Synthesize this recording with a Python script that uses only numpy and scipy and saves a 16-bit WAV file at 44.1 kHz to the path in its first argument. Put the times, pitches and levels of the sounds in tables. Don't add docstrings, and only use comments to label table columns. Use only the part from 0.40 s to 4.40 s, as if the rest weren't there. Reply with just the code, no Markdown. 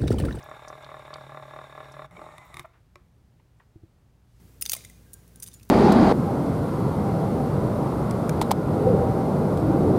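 import sys
import numpy as np
from scipy import signal
from scipy.fft import rfft, irfft
from scipy.io import wavfile
from scipy.ndimage import uniform_filter1d

SR = 44100
rng = np.random.default_rng(int(sys.argv[2]) if len(sys.argv) > 2 else 0)


def natural_amplitude(level_db):
    exponent = np.asarray(level_db, float) / 20
    return 10 ** exponent


def put_to_file(sound):
    columns = np.atleast_2d(sound).T
    safe = np.clip(columns, -1, 1)
    whole_steps = np.round(safe * 32767)
    wavfile.write(sys.argv[1], SR, whole_steps.astype(np.int16))


N = 176400
T = np.arange(N) / SR
SHORT = 4096
TURN_S = 0.215
STOP_S, BACK_S, END_S = 1.668, 1.708, 2.225


def curve(table, k, at=T):
    a = np.array(table, float)
    return np.interp(at, a[:, 0], a[:, k])


def unit(x):
    return x / np.sqrt(np.mean(x ** 2) + 1e-30)


def band(x, hz, width_hz):
    return signal.lfilter(*signal.iirpeak(min(hz, 0.45 * SR), hz / width_hz, fs=SR), x)


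def steep(x, hz, width_hz):
    return band(band(x, hz, width_hz), hz, width_hz)


def ring(x, modes):
    out = 0
    for hz, db, t60 in modes:
        pole = np.exp((2j * np.pi * hz - np.log(1000) / t60) / SR)
        out = out + natural_amplitude(db) * signal.lfilter([1], [1, -pole], x).imag
    return out


def walk(rate):
    held = rng.standard_normal(SHORT)[(T * rate).astype(int)]
    k = int(SR / rate)
    return unit(uniform_filter1d(uniform_filter1d(held, k), k))


def gate(on, off, rise=0.0017, fall=0.0079):
    return np.clip((T - on) / rise, 0, 1) * np.clip((off - T) / fall, 0, 1)


def add(out, s, x):
    i = int(s * SR)
    if 0 <= i < N:
        out[i:i + len(x)] += x[:N - i]


def burst(rows, width):
    out, t = np.zeros(N), T[:SHORT]
    for s, db, hz, t60 in rows:
        noise = unit(steep(rng.standard_normal(SHORT), hz, hz * width))
        fade = np.exp(-np.log(1000) * t / t60) * np.minimum(t / 0.00073, 1)
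        add(out, s, natural_amplitude(db) * noise * fade)
    return out


def strike(s, db, modes, gap_s):
    x = np.zeros(N)
    for k, size in enumerate((0.3, -1, 0.35)):
        add(x, s + k * gap_s, natural_amplitude(db) * size * np.ones(1))
    return ring(x, modes[::2]) - ring(x, modes[1::2])


# pitch_hz, level_db (per Hz)
ROOM_COLOUR = [(22, -21), (40, -3), (62, 0.5), (130, -1.5), (260, -15), (600, -22.5), (2480, -34.5),
               (16000, -45.5)]
# pitch_hz, level_db
MAINS = [(60, -67), (120, -65)]


def room():
    f = np.maximum(np.fft.rfftfreq(N, 1 / SR), 1)
    a = np.array(ROOM_COLOUR)
    colour_db = np.interp(np.log(f), np.log(a[:, 0]), a[:, 1], left=-60)
    air = unit(irfft(rfft(rng.standard_normal(N)) * natural_amplitude(colour_db), N))
    low = signal.sosfilt(signal.butter(2, 400, fs=SR, output="sos"), air)
    out = natural_amplitude(-59) * (air - low + low * natural_amplitude(1.0 * walk(6.18)))
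    for hz, db in MAINS:
        out = out + natural_amplitude(db + 0.74 * walk(13)) * np.sin(2 * np.pi * hz * T)
    late_hiss = unit(band(rng.standard_normal(N), 2800, 8300))
    return out + natural_amplitude(-73) * gate(3.81, 9, rise=0.18) * late_hiss


# start_s, level_db
TURNS = [(0.113, -30.5), (0.327, -31.5), (0.542, -30.5), (0.757, -30.5), (0.972, -30.5), (1.188, -31),
         (1.403, -30), (1.619, -31.5)]
# place (share of turn), level_db (added to the turn's), softness (0-1)
TEETH = [(0, -1.5, 0.12), (.118, -4.5, 0.6), (.245, -2.5, 1), (.375, -7.5, 0.67), (.505, -4.5, 0.87),
         (0.633, -8, 0.03), (.757, -3.5, 0.31), (.879, -1.35, 0.3)]
# start_s, level_db, softness (0-1)
BACK_KNOCKS = [(1.725, -43, 0.74), (1.765, -36, 0.8), (1.792, -36.5, 0.08), (1.816, -27.5, 0.7),
               (1.84, -34.5, 0.8), (1.864, -32.5, 0.45), (1.888, -35, 0.3), (1.92, -40, 0.9),
               (1.938, -40, 0.64), (1.981, -43, 0.7), (2.017, -43, .6), (2.045, -48, 1), (2.1, -44, .6)]
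# pitch_hz, level_db, t60_s
HOUSING = [(364, -41, 0.03), (444, -12.5, 0.13), (594, -15, 0.089), (625, 1, 0.059), (782, -6.5, 0.06),
           (862, -4.5, 0.038), (1085, 2.5, 0.031), (1166, 0, 0.034), (1347, 0.5, 0.036), (1737, -7.5, 0.04),
           (1880, -5.5, 0.027), (2265, -14, 0.052), (3673, -3, 0.033)]
# pitch_hz, level_db, t60_s
BACK_HOUSING = [(365, -10, 0.079), (446, -8.5, 0.083), (617, 0.5, 0.047), (803, 1, .03), (883, -4.5, 0.064),
                (1074, 0, 0.048), (1155, -1, 0.032), (1310, -12, 0.04), (2200, -8, 0.012),
                (3690, -4, 0.013)]


def tooth_times():
    first, last = TURNS[0], TURNS[-1]
    starts = [(first[0] - TURN_S, first[1] - 2.0)] + list(TURNS) + [(last[0] + TURN_S, -200)]
    rows = []
    for (s, db), nxt in zip(starts, starts[1:]):
        for place, tooth_db, soft in TEETH:
            runs = s + place * TURN_S < STOP_S
            rows.append((s + place * (nxt[0] - s), db + tooth_db if runs else -200, soft))
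    return rows + list(BACK_KNOCKS)


def push(t, at, width_s):
    return np.exp(-0.5 * ((t - at) / width_s) ** 2) * 0.00008 / width_s


def knocks():
    x, t = np.zeros(N), T[:SHORT // 4]
    for s, db, soft in tooth_times():
        c = rng.standard_normal(len(t))
        blow = -push(t, 0.003557, 0.00005 + 0.0001 * soft)
        blow = blow + 0.31 * push(t, 0.00141, 0.00006)
        blow = blow - 0.25 * push(t, 0.0105 + 0.00062 * c[1], 0.0001)
        scrape = 0.11 * c * np.exp(-t / 0.0065) * np.minimum(t / 0.0018, 1)
        force = (1 - 0.39 * soft) * blow + (0.3 + 2.53 * soft) * scrape
        add(x, s - 0.002, natural_amplitude(db + 0.75 * c[0]) * force)
    rung = ring(x * (T < BACK_S), HOUSING) + ring(x * (T >= BACK_S), BACK_HOUSING)
    return natural_amplitude(-24.5) * signal.sosfilt(signal.butter(2, 440, "high", fs=SR, output="sos"), rung)


# time_s, level_db
HUM = [(0, -57.5), (.5, -57.5), (.9, -53.5), (1.66, -54), (1.7, -65), (1.745, -53.5), (1.8, -67.5),
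       (1.95, -61.5), (2.0, -67), (2.22, -62), (2.3, -95)]


def hum(angle):
    return natural_amplitude(curve(HUM, 1) + 4.0 + 1.9 * walk(7.4)) * (np.sin(angle) + natural_amplitude(-17.5) * np.sin(2 * angle))


# place (share of turn), speed_hz, whine_db
SHAFT = [(0, 146, -56.5), (.15, 141.4, -59.5), (.33, 133.1, -57.5), (.5, 134.3, -63), (.66, 141.2, -53.5),
         (.85, 141, -57.5), (1.0, 144, -70)]


def whine(angle, share, fore, back):
    teeth = np.sin(12 * angle)
    forward = natural_amplitude(curve(SHAFT, 2, share) + 0.73 * walk(60.1)) * teeth * natural_amplitude(-0.5) * fore
    backward = natural_amplitude(-58.5) * teeth + natural_amplitude(-58.5) * np.sin(6 * angle)
    return forward + back * natural_amplitude(3.0 * walk(29.9)) * backward


# pitch_hz, width_hz, level_db
BRUSHES = [(4460, 66, -14), (5600, 62, 13), (7170, 530, 3), (8030, 100, 2.5), (9130, 105, 1),
           (10860, 180, 0.5), (11800, 240, -1), (9000, 3400, 0)]


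def brushes(share, fore, back):
    tooth = np.interp(share, [r[0] for r in TEETH] + [1], np.arange(len(TEETH) + 1))
    pulse = 0.28 + np.exp(-(2 * tooth % 1) / 0.22)
    ticks = rng.standard_normal(N) * natural_amplitude(2.0 * walk(150)) * pulse
    air = 0.42 * ticks + rng.standard_normal(N)
    cap_hz, cap_width_hz = 3720, 300
    cap = unit(band(band(ticks, cap_hz, 4.4 * cap_width_hz), cap_hz, cap_width_hz))
    cap = natural_amplitude(-62) * cap * (fore + natural_amplitude(-7.0) * back)
    hiss = unit(sum(natural_amplitude(db) * band(air, hz, w) for hz, w, db in BRUSHES))
    settling = natural_amplitude(1.2 * np.exp(-T / 0.29))
    hiss = hiss * (natural_amplitude(-69.5) * fore * settling + natural_amplitude(-70.5) * back)
    back_rise = np.clip((T - BACK_S) / 0.062, 0, 1)
    return cap + hiss + natural_amplitude(-76) * back * back_rise * unit(steep(air, 7860, 3400))


# pitch_hz, width_hz, level_db
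WHIRR = [(404, 20, -21), (602, 34, -4), (846, 58, -2.5), (1055, 240, -7), (1683, 88, -9.5), (1965, 45, -16),
         (3610, 57, -10.5)]
# pitch_hz, width_hz, level_db
BACK_WHIRR = [(754, 177, -7), (1220, 128, 1.5), (2200, 170, -43), (3620, 62, -19), (643, 72, -3.5),
              (380, 26, -12)]


def whirr(peaks, rough_db, rate, broad_db):
    x = rng.standard_normal(N) * natural_amplitude(rough_db * walk(rate))
    lines = 0
    for k, (hz, width_hz, db) in enumerate(peaks):
        lines = lines + (-1) ** k * natural_amplitude(db) * band(x, hz, 1.65 * width_hz)
    broad = natural_amplitude(broad_db) * unit(steep(x, 990, 1270))
    shell = natural_amplitude(-6.5) * unit(steep(x, 2126, 590))
    return unit(lines) + broad + shell + natural_amplitude(-18.5) * unit(band(x, 356, 29))


# time_s, speed_hz, level_db
BACK = [(1.71, 169.3, -4.5), (1.77, 178.6, -1), (1.83, 164.1, -0.5), (1.875, 155.3, -2.5),
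        (1.96, 149.2, -1.5), (2.0, 170.7, -2.5), (2.06, 167.8, -3), (2.12, 167.5, -2.5), (2.22, 139.4, 1.5)]


def motor():
    at = np.array([r[0] for r in TURNS])
    starts = np.r_[at[0] - TURN_S, at, at[-1] + TURN_S]
    share = np.interp(T, starts, np.arange(len(at) + 2)) % 1
    fore = gate(-1, STOP_S)
    back = gate(BACK_S, END_S, fall=0.022) * natural_amplitude(curve(BACK, 2))
    hz = np.where(T < BACK_S - 0.02, curve(SHAFT, 1, share), curve(BACK, 1))
    hz = hz * (1 + 0.00407 * walk(40.08))
    angle = 2 * np.pi * np.cumsum(uniform_filter1d(hz, size=400)) / SR
    out = hum(angle) + whine(angle, share, fore, back) + brushes(share, fore, back)
    out = out + natural_amplitude(-53.5) * fore * whirr(WHIRR, 2.9, 120, -9.5)
    return out + natural_amplitude(-54) * back * whirr(BACK_WHIRR, 1.5, 90, -20)


# start_s, level_db, pitch_hz, t60_s
CRACKLES = [(.028, -51.5, 5570, 0.039), (.04, -50.5, 13000, .02), (.095, -53.5, 7900, 0.011),
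            (.281, -44.5, 5800, 0.051), (.31, -61, 12000, 0.018), (.425, -53.5, 6800, .02),
            (.445, -41.5, 3900, 0.021), (.592, -58, 8000, .015), (.7385, -33.5, 3860, 0.023),
            (.767, -56, 9000, 0.02), (1.519, -53.5, 5540, 0.043), (2.05, -64, 14300, 0.14),
            (2.258, -59, 7000, 0.007), (2.258, -56, 12500, 0.007), (.739, -49, 5050, 0.0096),
            (.74, -48, 7650, 0.013), (.283, -51, 9600, 0.027), (1.52, -53.5, 9000, 0.019),
            (2.5563, -57, 7100, 0.013), (2.5563, -62, 12500, .012), (3.2, -58.5, 960, 0.068),
            (2.996, -61, 2300, 0.04), (2.998, -66, 960, .05), (3.188, -69, 8500, .015),
            (3.198, -56, 1780, 0.04), (3.199, -63, 2550, 0.026)]


def crackles():
    return burst(CRACKLES, width=0.31)


# start_s, level_db, pitch_hz, t60_s
CLICKS = [
    (1.71, -53.5, 3030, 0.014),
    (1.981, -40.5, 2530, 0.02),
    (2.142, -36, 2530, 0.019),
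    (2.1689, -33, 2520, 0.019),
    (2.188, -53, 4850, 0.02),
    (2.1944, -31.5, 2550, 0.028),
]
# pitch_hz, level_db, t60_s
LATCH = [(132, -4.5, 0.13), (265, -14, 0.069), (351, -9, 0.13), (1160, 5, 0.034), (2110, 9, 0.0075),
         (2570, -1, 0.0093), (3647, 0, 0.014), (5430, -27, 0.0085), (9500, 6.5, 0.0034), (13000, -9, .003)]


def clicks():
    out, shoves = np.zeros(N), np.zeros(N)
    for s, db, hz, t60 in CLICKS:
        out = out + strike(s, db - 6.5, LATCH[3:], 0.00065)
        add(shoves, s + 0.00066, -natural_amplitude(db - 5.5) / 20 * np.ones(20))
    return out + ring(shoves, LATCH[:3]) + natural_amplitude(-9.5) * burst(CLICKS, width=4.5)


# start_s, level_db, pitch_hz, t60_s
SLACK = [
    (1.72, -56, 354, 0.23),
    (1.775, -49, 282, 0.23),
]


def slack():
    return burst(SLACK, width=0.88)


# pitch_hz, level_db, t60_s
PING = [(2223, 0, .022), (2340, -2, .016), (3095, -13, .02), (3700, -14, .015)]


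def ping():
    return strike(1.7665, -40.5, PING, 0.00152)


# start_s, end_s, level_db
GRIND = [
    (2.138, 2.251, -69),
    (2.186, 2.195, -56),
    (2.226, 2.28, -74),
]


def grind():
    grit = unit(steep(rng.standard_normal(N) * natural_amplitude(3.6 * walk(200)), 8400, 17000))
    loudness = sum(natural_amplitude(db) * gate(s, end, rise=0.002, fall=0.55 * (end - s)) for s, end, db in GRIND)
    return loudness * grit


# pitch_hz, level_db
JUDDER = (646, -37)
# start_s, end_s
JUDDER_S = (2.242, 2.26)


def judder():
    hz, db = JUDDER
    rub = np.sin(2 * np.pi * hz * T) + 0.8 * unit(band(rng.standard_normal(N), 1400, 2000))
    rub = rub * gate(*JUDDER_S, rise=0.006, fall=0.005)
    return natural_amplitude(db) * (steep(rub, 1.29 * hz, 560) + 1.1 * steep(rub, 1075, 350) + 0.54 * steep(rub, 2120, 250))


# start_s, end_s
RUSTLE_S = [
    (2.265, 2.32),
    (2.33, 2.42),
    (2.562, 2.64),
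    (3.198, 3.25),
]
RUSTLE_DB = [-89, -61, -69.5, -63]


def rustles():
    noise = unit(steep(rng.standard_normal(N), 1170, 1270))
    out = np.zeros(N)
    for (s, end), db in zip(RUSTLE_S, RUSTLE_DB):
        out = out + natural_amplitude(db) * noise * gate(s, end, rise=0.078 * (end - s), fall=1.17 * (end - s))
    return out


# pitch_hz, level_db, t60_s
TAP = [(360, 2, 0.19), (580, 1.5, 0.074), (1100, 9, 0.045), (1300, 7.5, 0.04), (1630, 10, .02),
       (2000, 6, 0.025), (2350, 7, 0.016), (2810, 1, 0.018), (3370, 3, 0.0094), (3900, 1, 0.0095),
       (4670, 6, 0.0088), (5540, -7, .03)]


def tap():
    return strike(2.5558, -54.5, TAP, 0.00064)


# start_s, level_db
THUMPS = [
    (3.357, -39.5),
    (3.433, -40.5),
]
# pitch_hz, level_db, t60_s
THUMP = [(104.4, 4.5, 0.056), (191, -8.5, 0.027), (325, -4, 0.06)]


def thumps():
    x, t, width_s = np.zeros(N), T[:SHORT], 0.00028
    main = np.exp(-0.5 * ((t - 0.003) / width_s) ** 2)
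    early = np.exp(-0.5 * ((t - 0.001) / width_s) ** 2)
    for s, db in THUMPS:
        add(x, s, natural_amplitude(db - 29.5) * (main - 0.51 * early))
    return ring(x, THUMP)


def echo(near):
    t = T[:3 * SHORT]
    fade = np.exp(-np.log(1000) * t / 0.39) * (t > 0.003)
    tail = unit(steep(rng.standard_normal(len(t)), 1320, 4470) * fade) / np.sqrt(len(t))
    return natural_amplitude(-21.5) * signal.fftconvolve(near, tail)[:N]


def scene():
    near = knocks() + motor() + crackles()
    near = near + clicks() + slack() + ping() + grind()
    near = near + judder() + rustles() + tap() + thumps()
    return (near + echo(near) + room())[None]


def band_limit(x):
    return signal.sosfilt(signal.butter(12, 16360, fs=SR, output="sos"), x)


def record(dry):
    cut = signal.ellip(10, 0.2, 70, 15830, fs=SR, output="sos")
    return band_limit(signal.sosfilt(cut, dry))


dry = scene()
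out = record(dry)
put_to_file(out)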